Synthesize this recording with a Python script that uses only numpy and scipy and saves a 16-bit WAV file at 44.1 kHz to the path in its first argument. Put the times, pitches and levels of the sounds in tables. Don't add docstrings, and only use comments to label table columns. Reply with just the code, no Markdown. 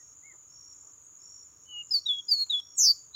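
import sys
import numpy as np
from scipy import signal
from scipy.fft import rfft, irfft, next_fast_len
from scipy.io import wavfile

SR = 44100
rng = np.random.default_rng(int(sys.argv[2]) if len(sys.argv) > 2 else 0)


def generate_wav(sig):
    pcm = np.round(np.clip(np.atleast_2d(sig).T, -1, 1) * 32767).astype(np.int16)
    wavfile.write(sys.argv[1], SR, pcm)


N = 138915
T = np.arange(N) / SR

# f/Hz, relative level/dB
AIR_SPECTRUM = [(15, -55.5), (25, -25), (66, 4), (92, 2.5), (142, 1.5), (220, -10), (298, -2), (378, -9.5),
                (440, -5), (501, -8.5), (610, -9), (710, -14), (1200, -5), (1730, -16), (2100, -17.5),
                (2340, -17), (4500, -22), (5850, -67.5), (9900, -120)]
AIR_DB = -69.5
EDGE_S, RELEASE_S = 0.0012, 0.0064
CAGE_T60_S, GRASS_T60_S = 0.06, 0.26


def from_db(db):
    return 10 ** (np.asarray(db) / 20)


def rms_one(x):
    return x / np.sqrt(np.mean(x ** 2) + 1e-20)


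def in_time(rows):
    s, *columns = np.transpose(rows)
    return [np.interp(T, s, column) for column in columns]


def at_hz(points, hz):
    f, db = np.transpose(points)
    return np.interp(np.log(np.maximum(hz, 1)), np.log(f), db)


def noise(spectrum):
    hz = np.arange(N // 2 + 1) * SR / N + 0.0008
    lowest_hz, highest_hz = spectrum[0][0], spectrum[-1][0]
    upper_skirt = 1 / (1 + (hz / highest_hz / 1.1) ** 16)
    lower_skirt = 1 / (1 + (lowest_hz / hz / 1.1) ** 4)
    white = rfft(rng.standard_normal(N))
    return rms_one(irfft(white * from_db(at_hz(spectrum, hz)) * upper_skirt * lower_skirt, N))


def drift(rate_hz):
    hz = np.arange(N // 2 + 1) * SR / N
    return rms_one(irfft(rfft(rng.standard_normal(N)) / (1 + (hz / rate_hz) ** 2), N))


def gate(start, end, attack, release):
    ramp = np.clip(np.minimum((T - start) / attack, (end - T) / release), 0, 1)
    return np.sin(np.pi / 2 * ramp) ** 2


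def turn(hz):
    return 2 * np.pi * np.cumsum(hz) / SR


def syrinx(hz, overtones, throat):
    phase = turn(hz)
    upper = np.zeros(N)
    for multiple, db in overtones:
        partial_hz = multiple * hz
        gain = from_db(db + at_hz(throat, partial_hz)) * (partial_hz < SR / 2)
        upper += gain * np.sin(multiple * phase)
    return np.sqrt(2) * (np.sin(phase) + upper)


def whistles():
    # start t/s, end t/s, top f/Hz, resting f/Hz, time of the fall t/s, steepness of the fall
    notes = [(1.65, 1.832, 2996, 2863, 0.082, 7.1), (1.907, 1.995, 5130, 4376, 0.034, 3.2),
             (2.055, 2.214, 3943, 3321, 0.028, 2.6), (2.282, 2.445, 5044, 4293, .039, 3.13),
             (2.495, 2.608, 3920, 3378, 0.026, 3.24), (3.128, 3.2, 4010, 3460, 0.057, 7)]
    # t/s, level/dB
    efforts = [
        [(1.65, -77.5), (1.694, -50), (1.77, -38.5), (1.812, -38), (1.824, -44), (1.832, -65)],
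        [(1.904, -48.5), (1.912, -29.5), (1.922, -24), (1.934, -33), (1.942, -21.5), (1.962, -24),
         (1.986, -34.5), (1.996, -30.5)],
        [(2.055, -57), (2.061, -33.5), (2.067, -24), (2.079, -36), (2.091, -25), (2.105, -23.5), (2.171, -38),
         (2.199, -32), (2.212, -51.5)],
        [(2.281, -41), (2.293, -25), (2.305, -33.5), (2.317, -18.5), (2.333, -21.5), (2.361, -34.5),
         (2.421, -25.5), (2.437, -29.5), (2.446, -36.5)],
        [(2.494, -53.5), (2.5, -29.5), (2.508, -22), (2.516, -32), (2.542, -24), (2.6, -35), (2.608, -46.5)],
    ]
    # t/s, level/dB
    beginning_effort = [(3.137, -64.5), (3.15, -33)]
    # multiple, level/dB before the throat
    overtones = [(2, -25), (3, -39), (4, -53)]
    # f/Hz, gain/dB
    throat = [(5500, -12), (7000, -11.5), (8700, -8), (10000, -12), (12000, -3.5), (13500, 9), (15500, 5.5)]
    scoop_hz, scoop_s = 444, 0.0026
    flick_hz, flick_s = 450, 0.0032
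    waver = 20.4 * drift(180)
    out = np.zeros(N)
    for note, effort in zip(notes, list(efforts) + [beginning_effort]):
        start, end, top_hz, rest_hz, fall_s, steepness = note
        age = np.maximum(T - start, 0)
        fall = (top_hz - rest_hz) / (1 + (age / fall_s) ** steepness)
        scoop = scoop_hz * np.exp(-age / scoop_s)
        flick = flick_hz * np.exp(np.minimum(T - end, 0) / flick_s)
        tone = syrinx(rest_hz + fall - scoop + waver - flick, overtones, throat)
        out += tone * from_db(in_time(effort)[0]) * gate(start, end, EDGE_S, RELEASE_S)
    return out


def slide():
    # t/s, f/Hz, level/dB, warble depth/Hz
    path = [(2.758, 8700, -64, 102.8), (2.773, 7770, -39.5, 197), (2.785, 6865, -24, 490),
            (2.81, 6370, -22.5, 600), (2.849, 5530, -21, 574), (2.891, 4750, -21, 365),
            (2.913, 4554, -22, 99), (2.923, 4370, -41, 60)]
    # multiple, level/dB before the throat
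    overtones = [(2, -24.5), (3, -24.5)]
    # f/Hz, gain/dB
    throat = [(8800, -16), (10000, -12), (11200, 2.5), (12600, 1.5), (13800, -5), (15500, 0.5)]
    warble_hz, warble_jitter, rough_hz = 158, 0.06, 96
    hz, db, depth = in_time(path)
    warble = np.sin(turn(warble_hz * (1 + warble_jitter * drift(65.2))))
    hz = hz + depth * warble + rough_hz * drift(188)
    return syrinx(hz, overtones, throat) * from_db(db) * gate(path[0][0], path[-1][0], EDGE_S, RELEASE_S)


def reflections(x):
    # delay t/s, level/dB
    bounces = [(.0015, -5), (.0039, -6.5), (.008, -17)]
    return x + sum(from_db(db) * np.interp(T - delay, T, x, left=0) for delay, db in bounces)


def cage_ticks():
    # t/s, level/dB
    ticks = [(2.465, -57), (2.526, -51), (2.596, -53)]
    # f/Hz, relative level/dB
    colour = [(300, -19), (1200, -4.5), (2500, -12.5), (6000, -7.5), (15000, -20.5)]
    t60_s = 0.036
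    envelope = np.zeros(N)
    for s, db in ticks:
        envelope += from_db(db - 60 * np.maximum(T - s, 0) / t60_s) * (T >= s)
    return noise(colour) * envelope


def wing_strokes(start, rate, hz, sag_hz, share):
    stroke = np.clip((T - start) * rate % 1 / share, 0, 1)
    return np.sin(np.pi * stroke) * np.sin(turn(hz + sag_hz * (.5 - stroke)))


def low_crickets():
    # start t/s, end t/s, peak level/dB
    chirps = [(0.467, 0.75, -48), (1.166, 1.445, -48), (1.857, 2.10, -47.5), (2.526, 2.816, -48.5),
              (-.1, .15, -59.5), (0.656, 0.926, -61), (1.39, 1.667, -62), (2.027, 2.285, -59.5)]
    pitch_hz, rise_hz, sag_hz = 5577, 178, 40
    strokes_per_s, swell_s = 58, 0.1
    rasp = 35.2 * drift(230)
    out = np.zeros(N)
    for start, end, db in chirps:
        hz = pitch_hz + rasp - rise_hz * np.clip(1 - (T - start) / swell_s, 0, 1)
        envelope = from_db(db) * gate(start, end, swell_s, 0.011)
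        out += envelope * wing_strokes(start, strokes_per_s, hz, sag_hz, share=0.82)
    return out


def high_crickets():
    # start t/s, end t/s, mean f/Hz, peak level/dB
    chirps = [(.163, 0.446, 7050, -48.5), (0.697, 0.955, 7070, -47.5), (1.229, 1.483, 7044, -47),
              (1.736, 1.995, 7025, -47.5), (2.288, 2.536, 7065, -47.5), (2.792, 3.075, 7040, -51.5),
              (-.1, 0.142, 6630, -49.5), (0.455, 0.686, 6625, -53.5), (0.976, 1.244, 6720, -54),
              (1.564, 1.8, 6670, -54.5), (2.158, 2.396, 6670, -53), (2.701, 2.945, 6690, -52)]
    strokes_per_s, swell_s, sag_hz = 47, 0.0046, 119.9
    rasp = 66 * drift(250)
    out = np.zeros(N)
    for start, end, hz, db in chirps:
        envelope = from_db(db) * gate(start, end, swell_s, 0.008)
        out += envelope * wing_strokes(start, strokes_per_s, hz + rasp, sag_hz, share=0.74)
    return out


def far_birds():
    # start t/s, length t/s, first f/Hz, middle f/Hz, last f/Hz, peak level/dB
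    calls = [(.222, 0.12, 1900, 2190, 1700, -53.5), (-.04, 0.078, 2100, 1950, 1850, -65.5),
             (1.03, 0.032, 9100, 7800, 10600, -64.5), (1.108, .03, 7100, 7500, 4700, -73)]
    out = np.zeros(N)
    for start, length, first_hz, middle_hz, last_hz, db in calls:
        progress = np.clip((T - start) / length, 0, 1)
        parabola = np.polyfit([0, .5, 1], [first_hz, middle_hz, last_hz], 2)
        hz = np.polyval(parabola, progress)
        out += from_db(db) * np.sin(np.pi * progress) * np.sin(turn(hz))
    return out


def chorus():
    # f/Hz, relative level/dB
    spectrum = [(5000, -45), (5900, -25.5), (6250, -14.5), (6450, -14), (6600, 1.5), (6800, -6),
                (6980, -3.5), (7150, -4.5), (7300, -27.5), (7800, -26.5), (8500, -49)]
    # t/s, level/dB
    level = [(0, -55), (.3, -56.5), (1.4, -55.5), (1.55, -58.5), (1.85, -53.5), (2.1, -60.5), (2.35, -53),
             (2.52, -55), (2.62, -64), (2.95, -51.5), (3.15, -58)]
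    throb_hz, throb_db = 45.6, 2
    throb = np.sin(turn(throb_hz * (1 + 0.038 * drift(4))))
    return noise(spectrum) * from_db(in_time(level)[0] + throb_db * throb)


def scatter(x, t60):
    # f/Hz, gain/dB
    scatter_gain = [(2000, -6.5), (3200, -1), (4500, 0), (6500, 0.5), (10000, 5.5), (14000, 4)]
    t = T[:SR // 2]
    echoes = rng.standard_normal(len(t)) * from_db(-60 * t / t60)
    echoes /= np.linalg.norm(echoes)
    size = next_fast_len(N + SR)
    colour = from_db(at_hz(scatter_gain, np.arange(size // 2 + 1) * SR / size))
    return irfft(rfft(x, size) * rfft(echoes, size) * colour, size)[:N]


def field():
    # centre t/s, half length t/s (to 1/e), level/dB
    rustles = [(0.342, .025, -67), (.87, .07, -72), (1.761, .05, -71), (2.545, .06, -72)]
    # f/Hz, relative level/dB
    rustle_colour = [(250, -4.5), (340, 4), (700, -3.5), (1250, 1.5), (1700, -13.5)]
    # f/Hz, relative level/dB
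    hiss_spectrum = [(3000, -33), (4800, -1.5), (8000, -3.5), (11000, -5.5), (15500, -0.5)]
    sway_db, hiss_db = 0.2, -77.5
    stirs = sum(from_db(db) * np.exp(-((T - s) / half) ** 2) for s, half, db in rustles)
    rumble = from_db(AIR_DB + sway_db * drift(6)) * noise(AIR_SPECTRUM)
    return rumble + stirs * noise(rustle_colour) + from_db(hiss_db) * noise(hiss_spectrum)


def scene():
    bird = whistles() + reflections(slide()) + cage_ticks()
    low = low_crickets()
    far = high_crickets() + far_birds()
    into_grass = from_db(-18) * bird + from_db(-22) * low + from_db(-6) * far
    cage_echoes = from_db(-15) * scatter(bird + low, CAGE_T60_S)
    grass_echoes = scatter(into_grass, GRASS_T60_S)
    mid = bird + low + far + cage_echoes + grass_echoes + chorus() + field()
    side_air = from_db(AIR_DB + 4) * noise(AIR_SPECTRUM)
    side = from_db(-26.5) * (scatter(bird + far, CAGE_T60_S) + side_air)
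    return np.array([mid + side, mid - side])


def record(dry):
    ripple_db, stop_db = 0.1, 80
    return signal.sosfilt(signal.ellip(12, ripple_db, stop_db, 15850, fs=SR, output="sos"), dry)


dry = scene()
out = record(dry)
generate_wav(out)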